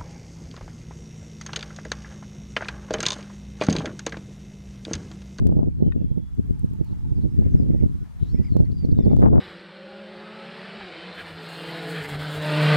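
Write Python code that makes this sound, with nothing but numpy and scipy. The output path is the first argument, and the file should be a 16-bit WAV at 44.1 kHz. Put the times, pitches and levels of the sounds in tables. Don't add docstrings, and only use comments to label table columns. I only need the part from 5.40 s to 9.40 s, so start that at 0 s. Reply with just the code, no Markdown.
import sys
import numpy as np
from scipy import signal
from scipy.fft import rfft, irfft
from scipy.io import wavfile
from scipy.ndimage import uniform_filter1d, minimum_filter1d

SR = 44100
rng = np.random.default_rng(int(sys.argv[2]) if len(sys.argv) > 2 else 0)


def generate_wav(sig):
    pcm = np.round(np.clip(np.atleast_2d(sig).T, -1, 1) * 32767).astype(np.int16)
    wavfile.write(sys.argv[1], SR, pcm)


def volts_from_decibels(level):
    exponent = np.asarray(level, float) / 20
    return 10 ** exponent


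N = 176400


def evened(x):
    return x / np.sqrt(np.mean(x ** 2) + 1e-20)


def read(points, hz):
    f, value = np.transpose(points)
    return np.interp(np.log(hz + 1), np.log(f + 1), value)


def add(mix, s, sound):
    part = mix[..., max(round(s * SR), 0):][..., :sound.shape[-1]]
    part += sound[..., :part.shape[-1]]


def eddy_train(size):
    eddies_per_s, spread_db = 900, 3.5
    u, sign, big = rng.random((size, 3)).T
    kicks = (u < eddies_per_s / SR) * np.sign(sign - .5)
    return kicks * volts_from_decibels(-spread_db * np.log(big + 0.01))


def eddy_colour(hz, fall, cut_hz):
    return volts_from_decibels(-fall * hz / 1000) * hz ** 2 / (hz ** 2 + cut_hz ** 2)


def breeze(port):
    # t/s, left port level/dB, right port level/dB
    breeze_levels = [(0.0, -20, -21.5), (0.239, -21, -29), (0.332, -32, -29), (0.448, -21, -33),
                     (0.781, -38, -25), (0.87, -39.5, -35), (1.05, -28.5, -30.5), (1.45, -35, -33),
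                     (1.85, -26.5, -25), (1.931, -32.5, -26), (2.048, -23, -23.5), (2.448, -26, -21),
                     (2.55, -30.5, -39), (2.721, -41, -45), (2.851, -29.5, -30), (3.4, -27.5, -28.5),
                     (3.797, -15, -23), (4.0, -14.5, -19.5)]
    s, level_db = np.transpose(breeze_levels)[[0, port]]
    hz, t, z = signal.stft(eddy_train(N), SR, nperseg=2048)
    fall = 25.6 - 2.5 * np.interp(t, s, level_db)
    colour = eddy_colour(hz[:, None], fall, cut_hz=53.4)
    z = z * colour / (np.linalg.norm(colour, axis=0) + 1e-9)
    x = signal.istft(z, SR, nperseg=2048)[1][:N]
    x = x / (abs(uniform_filter1d(x ** 2, size=4000)) + 1e-20) ** .5
    return x * volts_from_decibels(2 + np.interp(np.arange(N) / SR, s, level_db))


def gusts(rows):
    gust_s, gust_db, core = 0.012, -1, 7.53
    size = 8192
    half = size // 2
    out = np.zeros(N + size)
    t = (np.arange(size) - half) / SR
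    hz = np.fft.rfftfreq(size, 1 / SR)
    for s, level_db, fall in rows:
        train = eddy_train(size)
        train[half] += core * rng.choice([-1, 1])
        train = train * np.exp(-.5 * (t / gust_s) ** 2)
        clump = irfft(rfft(train) * eddy_colour(hz, fall, cut_hz=74))
        add(out, s, volts_from_decibels(level_db + gust_db) * clump / np.std(clump[abs(t) < gust_s]))
    return out[half:N + half]


def wind():
    # t/s, level/dB, spectral fall/(dB per kHz)
    left_gusts = [(0.066, -9.5, 61), (0.231, -17, 40.5), (0.464, -14, 61.5), (0.563, -17.0, 64),
                  (0.645, -17.5, 83), (0.995, -13, 80), (1.109, -14.5, 77), (1.244, -20.5, 81),
                  (1.664, -23.5, 97), (1.843, -30.5, 44), (2.065, -14, 70), (2.146, -12, 88),
                  (2.201, -14.5, 63), (2.306, -15, 71), (2.462, -14.5, 84), (2.831, -13.5, 96),
                  (3.123, -14, 83), (3.208, -9, 89), (3.49, -17, 62), (3.607, -19.5, 48),
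                  (3.664, -16.5, 49), (3.734, -13.5, 41.5), (3.828, -21, 15.5), (3.862, -11, 23),
                  (3.931, -17.5, 30.5), (3.982, -11, 28), (0.285, -21, 62), (0.401, -27, 57),
                  (1.313, -25.5, 80), (1.51, -26.5, 75), (1.775, -29, 65), (1.991, -8, 77),
                  (2.264, -25, 60), (2.63, -29, 79), (3.301, -20, 71), (3.326, -21, 69),
                  (3.771, -20.5, 49.5), (3.887, -17, 34.5), (3.957, -17.5, 27)]
    # t/s, level/dB, spectral fall/(dB per kHz)
    right_gusts = [(0.093, -12.5, 74), (0.125, -15.5, 41), (0.169, -13, 51), (0.275, -18.5, 58.5),
                   (0.425, -9.5, 53.5), (0.48, -14.5, 62.5), (0.618, -19, 57), (0.78, -19.5, 58),
                   (1.245, -16, 82), (1.412, -15, 66), (1.722, -14.5, 90), (1.854, -14, 84),
                   (2.151, -13, 68.5), (2.232, -19, 66), (2.301, -17.5, 62), (2.438, -10.5, 67),
                   (2.946, -14.5, 78), (3.001, -12, 71), (3.166, -9.5, 55), (3.204, -12, 52),
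                   (3.449, -13, 60), (3.528, -9.5, 71), (3.59, -8.5, 57), (3.668, -8, 52),
                   (3.837, -6.5, 39), (3.935, -12, 40), (0.023, -18.5, 50.5), (0.192, -15.5, 40),
                   (0.58, -24, 63), (0.717, -17, 73), (1.001, -24, 79), (1.099, -24.5, 69),
                   (1.334, -27, 79), (1.528, -24, 81), (1.782, -19.5, 73), (2.019, -18.5, 61),
                   (2.063, -20.5, 56), (2.349, -14, 59), (2.555, -21, 104), (2.618, -28, 84),
                   (3.232, -13.5, 67), (3.715, -15, 39), (3.796, -13, 53), (3.861, -15.5, 33.5)]
    left = breeze(port=1) + gusts(left_gusts)
    right = breeze(port=2) + gusts(right_gusts)
    widen = .5
    return np.array([left - widen * right, right - widen * left])


def hiss():
    # t/s, hiss level/dB
    gain_ride = [
        (0, -78.5),
        (0.498, -80.5),
        (1.102, -76),
        (2, -75),
        (3.1, -74.5),
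        (3.2, -76.5),
        (3.802, -76),
        (3.85, -82),
    ]
    # f/Hz, density/(dB per Hz)
    hiss_tone = [(300, 4), (950, 2), (1500, -4), (2800, -10), (5500, -14.5), (10000, -18.5), (15700, -24.5)]
    # f/Hz, share
    likeness = [(1000, -0.34), (3100, 0.061)]
    frames, hz = N // 256 + 5, np.fft.rfftfreq(1024, 1 / SR)
    a, b, c, d, patches = rng.standard_normal((frames, 513, 5)).T
    patches = evened(uniform_filter1d(uniform_filter1d(patches, 10, 0), 8, 1))
    same = np.clip(read(likeness, hz), -1, 1)[:, None]
    left = a + 1j * b
    right = same * left + np.sqrt(1 - same ** 2) * (c + 1j * d)
    low_cut = hz[:, None] ** 2 / (hz[:, None] ** 2 + 300 ** 2)
    z = np.array([left, right]) * volts_from_decibels(read(hiss_tone, hz)[:, None] + 1.3 * patches) * low_cut
    x = evened(signal.istft(z, nperseg=1024, noverlap=768)[1][:, :N])
    level_db = 14 + np.interp(np.arange(N) / SR, *np.transpose(gain_ride))
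    return x * volts_from_decibels(level_db) * np.array([[1.1], [.9]])


def overload_snaps():
    # t/s, peak level/dB, left over right/dB
    snap_events = [(0.0188, -48, 3), (0.0708, -29, 6.5), (3.1682, -29.5, -5.5), (3.17, -34, 2),
                   (3.214, -35.5, 3), (3.731, -39.5, 5.5), (3.7565, -42.5, -1), (3.7665, -32.5, 4),
                   (3.795, -39, -3), (3.802, -38.5, -4.5), (3.822, -39.5, -8.5), (3.836, -41, 2.5)]
    out, t = np.zeros((2, N)), np.arange(2000) / SR
    rate = 2 * np.pi * 3000
    kink = (1 - rate * t / 3) * np.exp(-rate * t)
    for s, db, pan_db in snap_events:
        add(out, s, volts_from_decibels(db) * np.outer([volts_from_decibels(pan_db / 2), -volts_from_decibels(-pan_db / 2)], 2 * kink))
    return out


def note(length, from_hz, to_hz, level_db, husk_hz, swell_db):
    u = np.linspace(0, 1, round(length * SR))
    turn = np.exp(2j * np.pi * np.cumsum(from_hz + (to_hz - from_hz) * u) / SR)
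    r = np.exp(-np.pi * husk_hz / SR)
    flutter = signal.lfilter([1], [1, -r], rng.standard_normal((2, len(u) + 999)))[:, -len(u):]
    flutter = (flutter[0] + 1j * flutter[1]) * np.sqrt(1 - r * r)
    wobble = .3 * flutter + .7 if husk_hz < 200 else .6 * flutter
    arch = abs(np.sin(np.pi * u)) ** 0.23
    return volts_from_decibels(level_db + swell_db * (u - .5)) * arch * (turn * wobble).real


def sing(rows, husk_hz, swell_db=0):
    out = np.zeros(N)
    for s, *row in rows:
        add(out, s, note(*row, husk_hz, swell_db))
    return out


def trill(first, rate, length, from_hz, to_hz, level_db, swell_db, count):
    notes = []
    for k in range(count):
        swell = -swell_db * abs(2 * k / count - 1.1)
        uneven = 1.2 * rng.standard_normal()
        notes.append((first + k / rate, length, from_hz, to_hz, level_db + swell + uneven))
    return notes


def warbling():
    # delay/s, length/s, from f/Hz, to f/Hz, level/dB
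    warble_notes = [
        (0, 0.032, 1970, 2350, -64.5),
        (0.015, 0.038, 2070, 2650, -68.5),
        (0.028, .08, 1980, 1990, -65.5),
        (0.107, 0.016, 2450, 2000, -57.5),
        (0.125, 0.033, 2414, 2010, -61),
    ]
    # t/s, level/dB, pitch factor
    warble_calls = [
        (1.942, -7, 0.82),
        (2.295, -1, 0.97),
        (2.934, 5.5, 0.99),
        (3.584, -1, 0.97),
    ]
    return [(s + delay, length, a * pitch, b * pitch, db + up)
            for s, up, pitch in warble_calls
            for delay, length, a, b, db in warble_notes]


def birds():
    # t/s, length/s, from f/Hz, to f/Hz, level/dB
    right_whistles = [
        (.04, 0.11, 3240, 2870, -73),
        (.44, 0.096, 3150, 2980, -67),
        (.555, 0.082, 2810, 2690, -69.5),
        (2.105, 0.135, 6350, 4500, -66.5),
    ]
    whistle_notes = [(.301, 0.17, 4400, 4040, -78), (.531, .205, 3490, 3240, -75.5),
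                     (.741, 0.18, 3380, 3405, -74), (1.951, 0.11, 1810, 1694, -73),
                     (2.581, 0.065, 1475, 1465, -66), (2.858, 0.15, 5670, 5080, -65.5),
                     (3.026, .052, 5000, 4900, -63), (3.081, 0.072, 4710, 4110, -61.5),
                     (3.331, 0.12, 4860, 4540, -60.5), (3.456, 0.08, 4730, 4710, -66),
                     (3.545, 0.12, 3840, 3390, -62.5), (3.598, 0.057, 5840, 4560, -64.5)]
    chirp_notes = [(.306, .026, 2330, 2280, -70), (1.442, .066, 4640, 3830, -67),
                   (1.509, .022, 3920, 4040, -62.5), (1.753, 0.046, 4790, 4420, -69),
                   (1.808, 0.034, 4100, 4090, -64), (2.031, 0.052, 2300, 2123, -64),
                   (2.641, 0.029, 1913, 1506, -59), (2.646, 0.043, 1048, 744, -60),
                   (2.691, .031, 1063, 840, -62.5), (2.781, 0.033, 757, 818, -61),
                   (2.791, .091, 4030, 3820, -66), (2.801, .081, 3660, 3490, -64.5),
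                   (2.866, .061, 3740, 4740, -60.5), (3.246, 0.035, 2116, 1955, -64),
                   (3.411, .041, 2015, 2210, -64)]
    fading_notes = [
        (3.161, 0.055, 4170, 4160, -69),
        (3.649, .031, 3380, 3600, -71),
        (3.676, .325, 3574, 3505, -68),
    ]
    low_trill = trill(first=1.151, rate=16.3, length=.03, from_hz=930, to_hz=815,
                      level_db=-59, swell_db=3, count=12)
    flicks = trill(first=2.981, rate=15.05, length=.018, from_hz=3850, to_hz=5750,
                   level_db=-61, swell_db=12.5, count=13)
    high_trill = trill(first=2.983, rate=15.05, length=.011, from_hz=4250, to_hz=4500,
                       level_db=-54, swell_db=15, count=13)
    left = sing(whistle_notes, husk_hz=40, swell_db=8.5)
    left += sing(chirp_notes, husk_hz=260)
    left += sing(high_trill + low_trill + warbling(), husk_hz=190)
    left += sing(flicks, husk_hz=400)
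    left += sing(fading_notes, husk_hz=60, swell_db=-15)
    right = sing(right_whistles, husk_hz=40)
    return np.outer([1.3, .7], left) + np.outer([.3, 1.6], right)


def jabs():
    # t/s, peak level/dB, spectral fall/(dB per kHz)
    jab_events = [(0.094, -26, 27.5), (0.124, -25, 26), (2.024, -25.5, 39.5), (3.167, -19.5, 24),
                  (3.204, -22, 31), (3.589, -18.5, 31.5), (3.768, -20, 31), (3.859, -21, 11.5),
                  (3.884, -26.5, 16), (3.96, -21.5, 16), (3.98, -18, 15.5)]
    out, hz = np.zeros(N + 2048), np.fft.rfftfreq(2048, 1 / SR)
    for k, (s, db, fall) in enumerate(jab_events):
        bump = np.roll(irfft(eddy_colour(hz, fall, cut_hz=110)), shift=1024)
        add(out, s, (-1) ** k * volts_from_decibels(db) * bump / bump.max())
    return np.outer([1.6, .4], out[1024:N + 1024])


def body_knock():
    # f/Hz, level/dB, t60/s
    knock_modes = [(1200, -2.5, 0.028), (1480, 5.5, 0.016), (1820, 6, 0.029), (2510, -3.5, 0.035),
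                   (3710, -7, .03)]
    out, t = np.zeros((2, N)), np.arange(2000) / SR
    ring = sum(volts_from_decibels(db - 60 * t / t60) * np.sin(2 * np.pi * hz * t) for hz, db, t60 in knock_modes)
    ring = ring * np.minimum(t / 0.00041, 1)
    add(out, .5215, volts_from_decibels(-44.5) * np.outer([1.8, -.3], ring))
    return out


def body_ticks():
    # t/s, peak level/dB
    tick_events = [(0.95, -59), (1.0106, -62.5), (1.195, -52.5), (1.2461, -53), (1.257, -61), (1.261, -61),
                   (1.3364, -50.5), (1.4463, -55.5), (0.943, -65.5), (1.026, -65), (1.055, -62),
                   (1.066, -58), (1.1, -57), (1.118, -67.5), (1.207, -60), (1.302, -62), (1.376, -65)]
    out, t = np.zeros((2, N)), np.arange(2000) / SR
    ping = np.sin(2 * np.pi * 8800 * t) * np.exp(-t / 0.0001)
    for s, db in tick_events:
        burst = 0.6 * np.diff(rng.standard_normal(2001)) * np.exp(-t / 0.00044)
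        add(out, s, volts_from_decibels(db + 11.5) * np.outer([-.6, 1.4], burst + ping))
    return out


def scene():
    weather = wind() + jabs() + overload_snaps()
    return weather + hiss() + birds() + body_knock() + body_ticks()


def low_pass(x):
    return signal.sosfilt(signal.butter(12, 15850, fs=SR, output="sos"), x)


def record(dry):
    ceiling = .97
    room = minimum_filter1d(np.minimum(ceiling / (abs(dry) + 1e-9), 1), size=441)
    dry = dry * uniform_filter1d(uniform_filter1d(room, size=220), size=220)
    dry = dry * np.minimum(np.arange(N)[::-1] / 60, 1)
    return low_pass(dry)


dry = scene()
out = record(dry)
generate_wav(out)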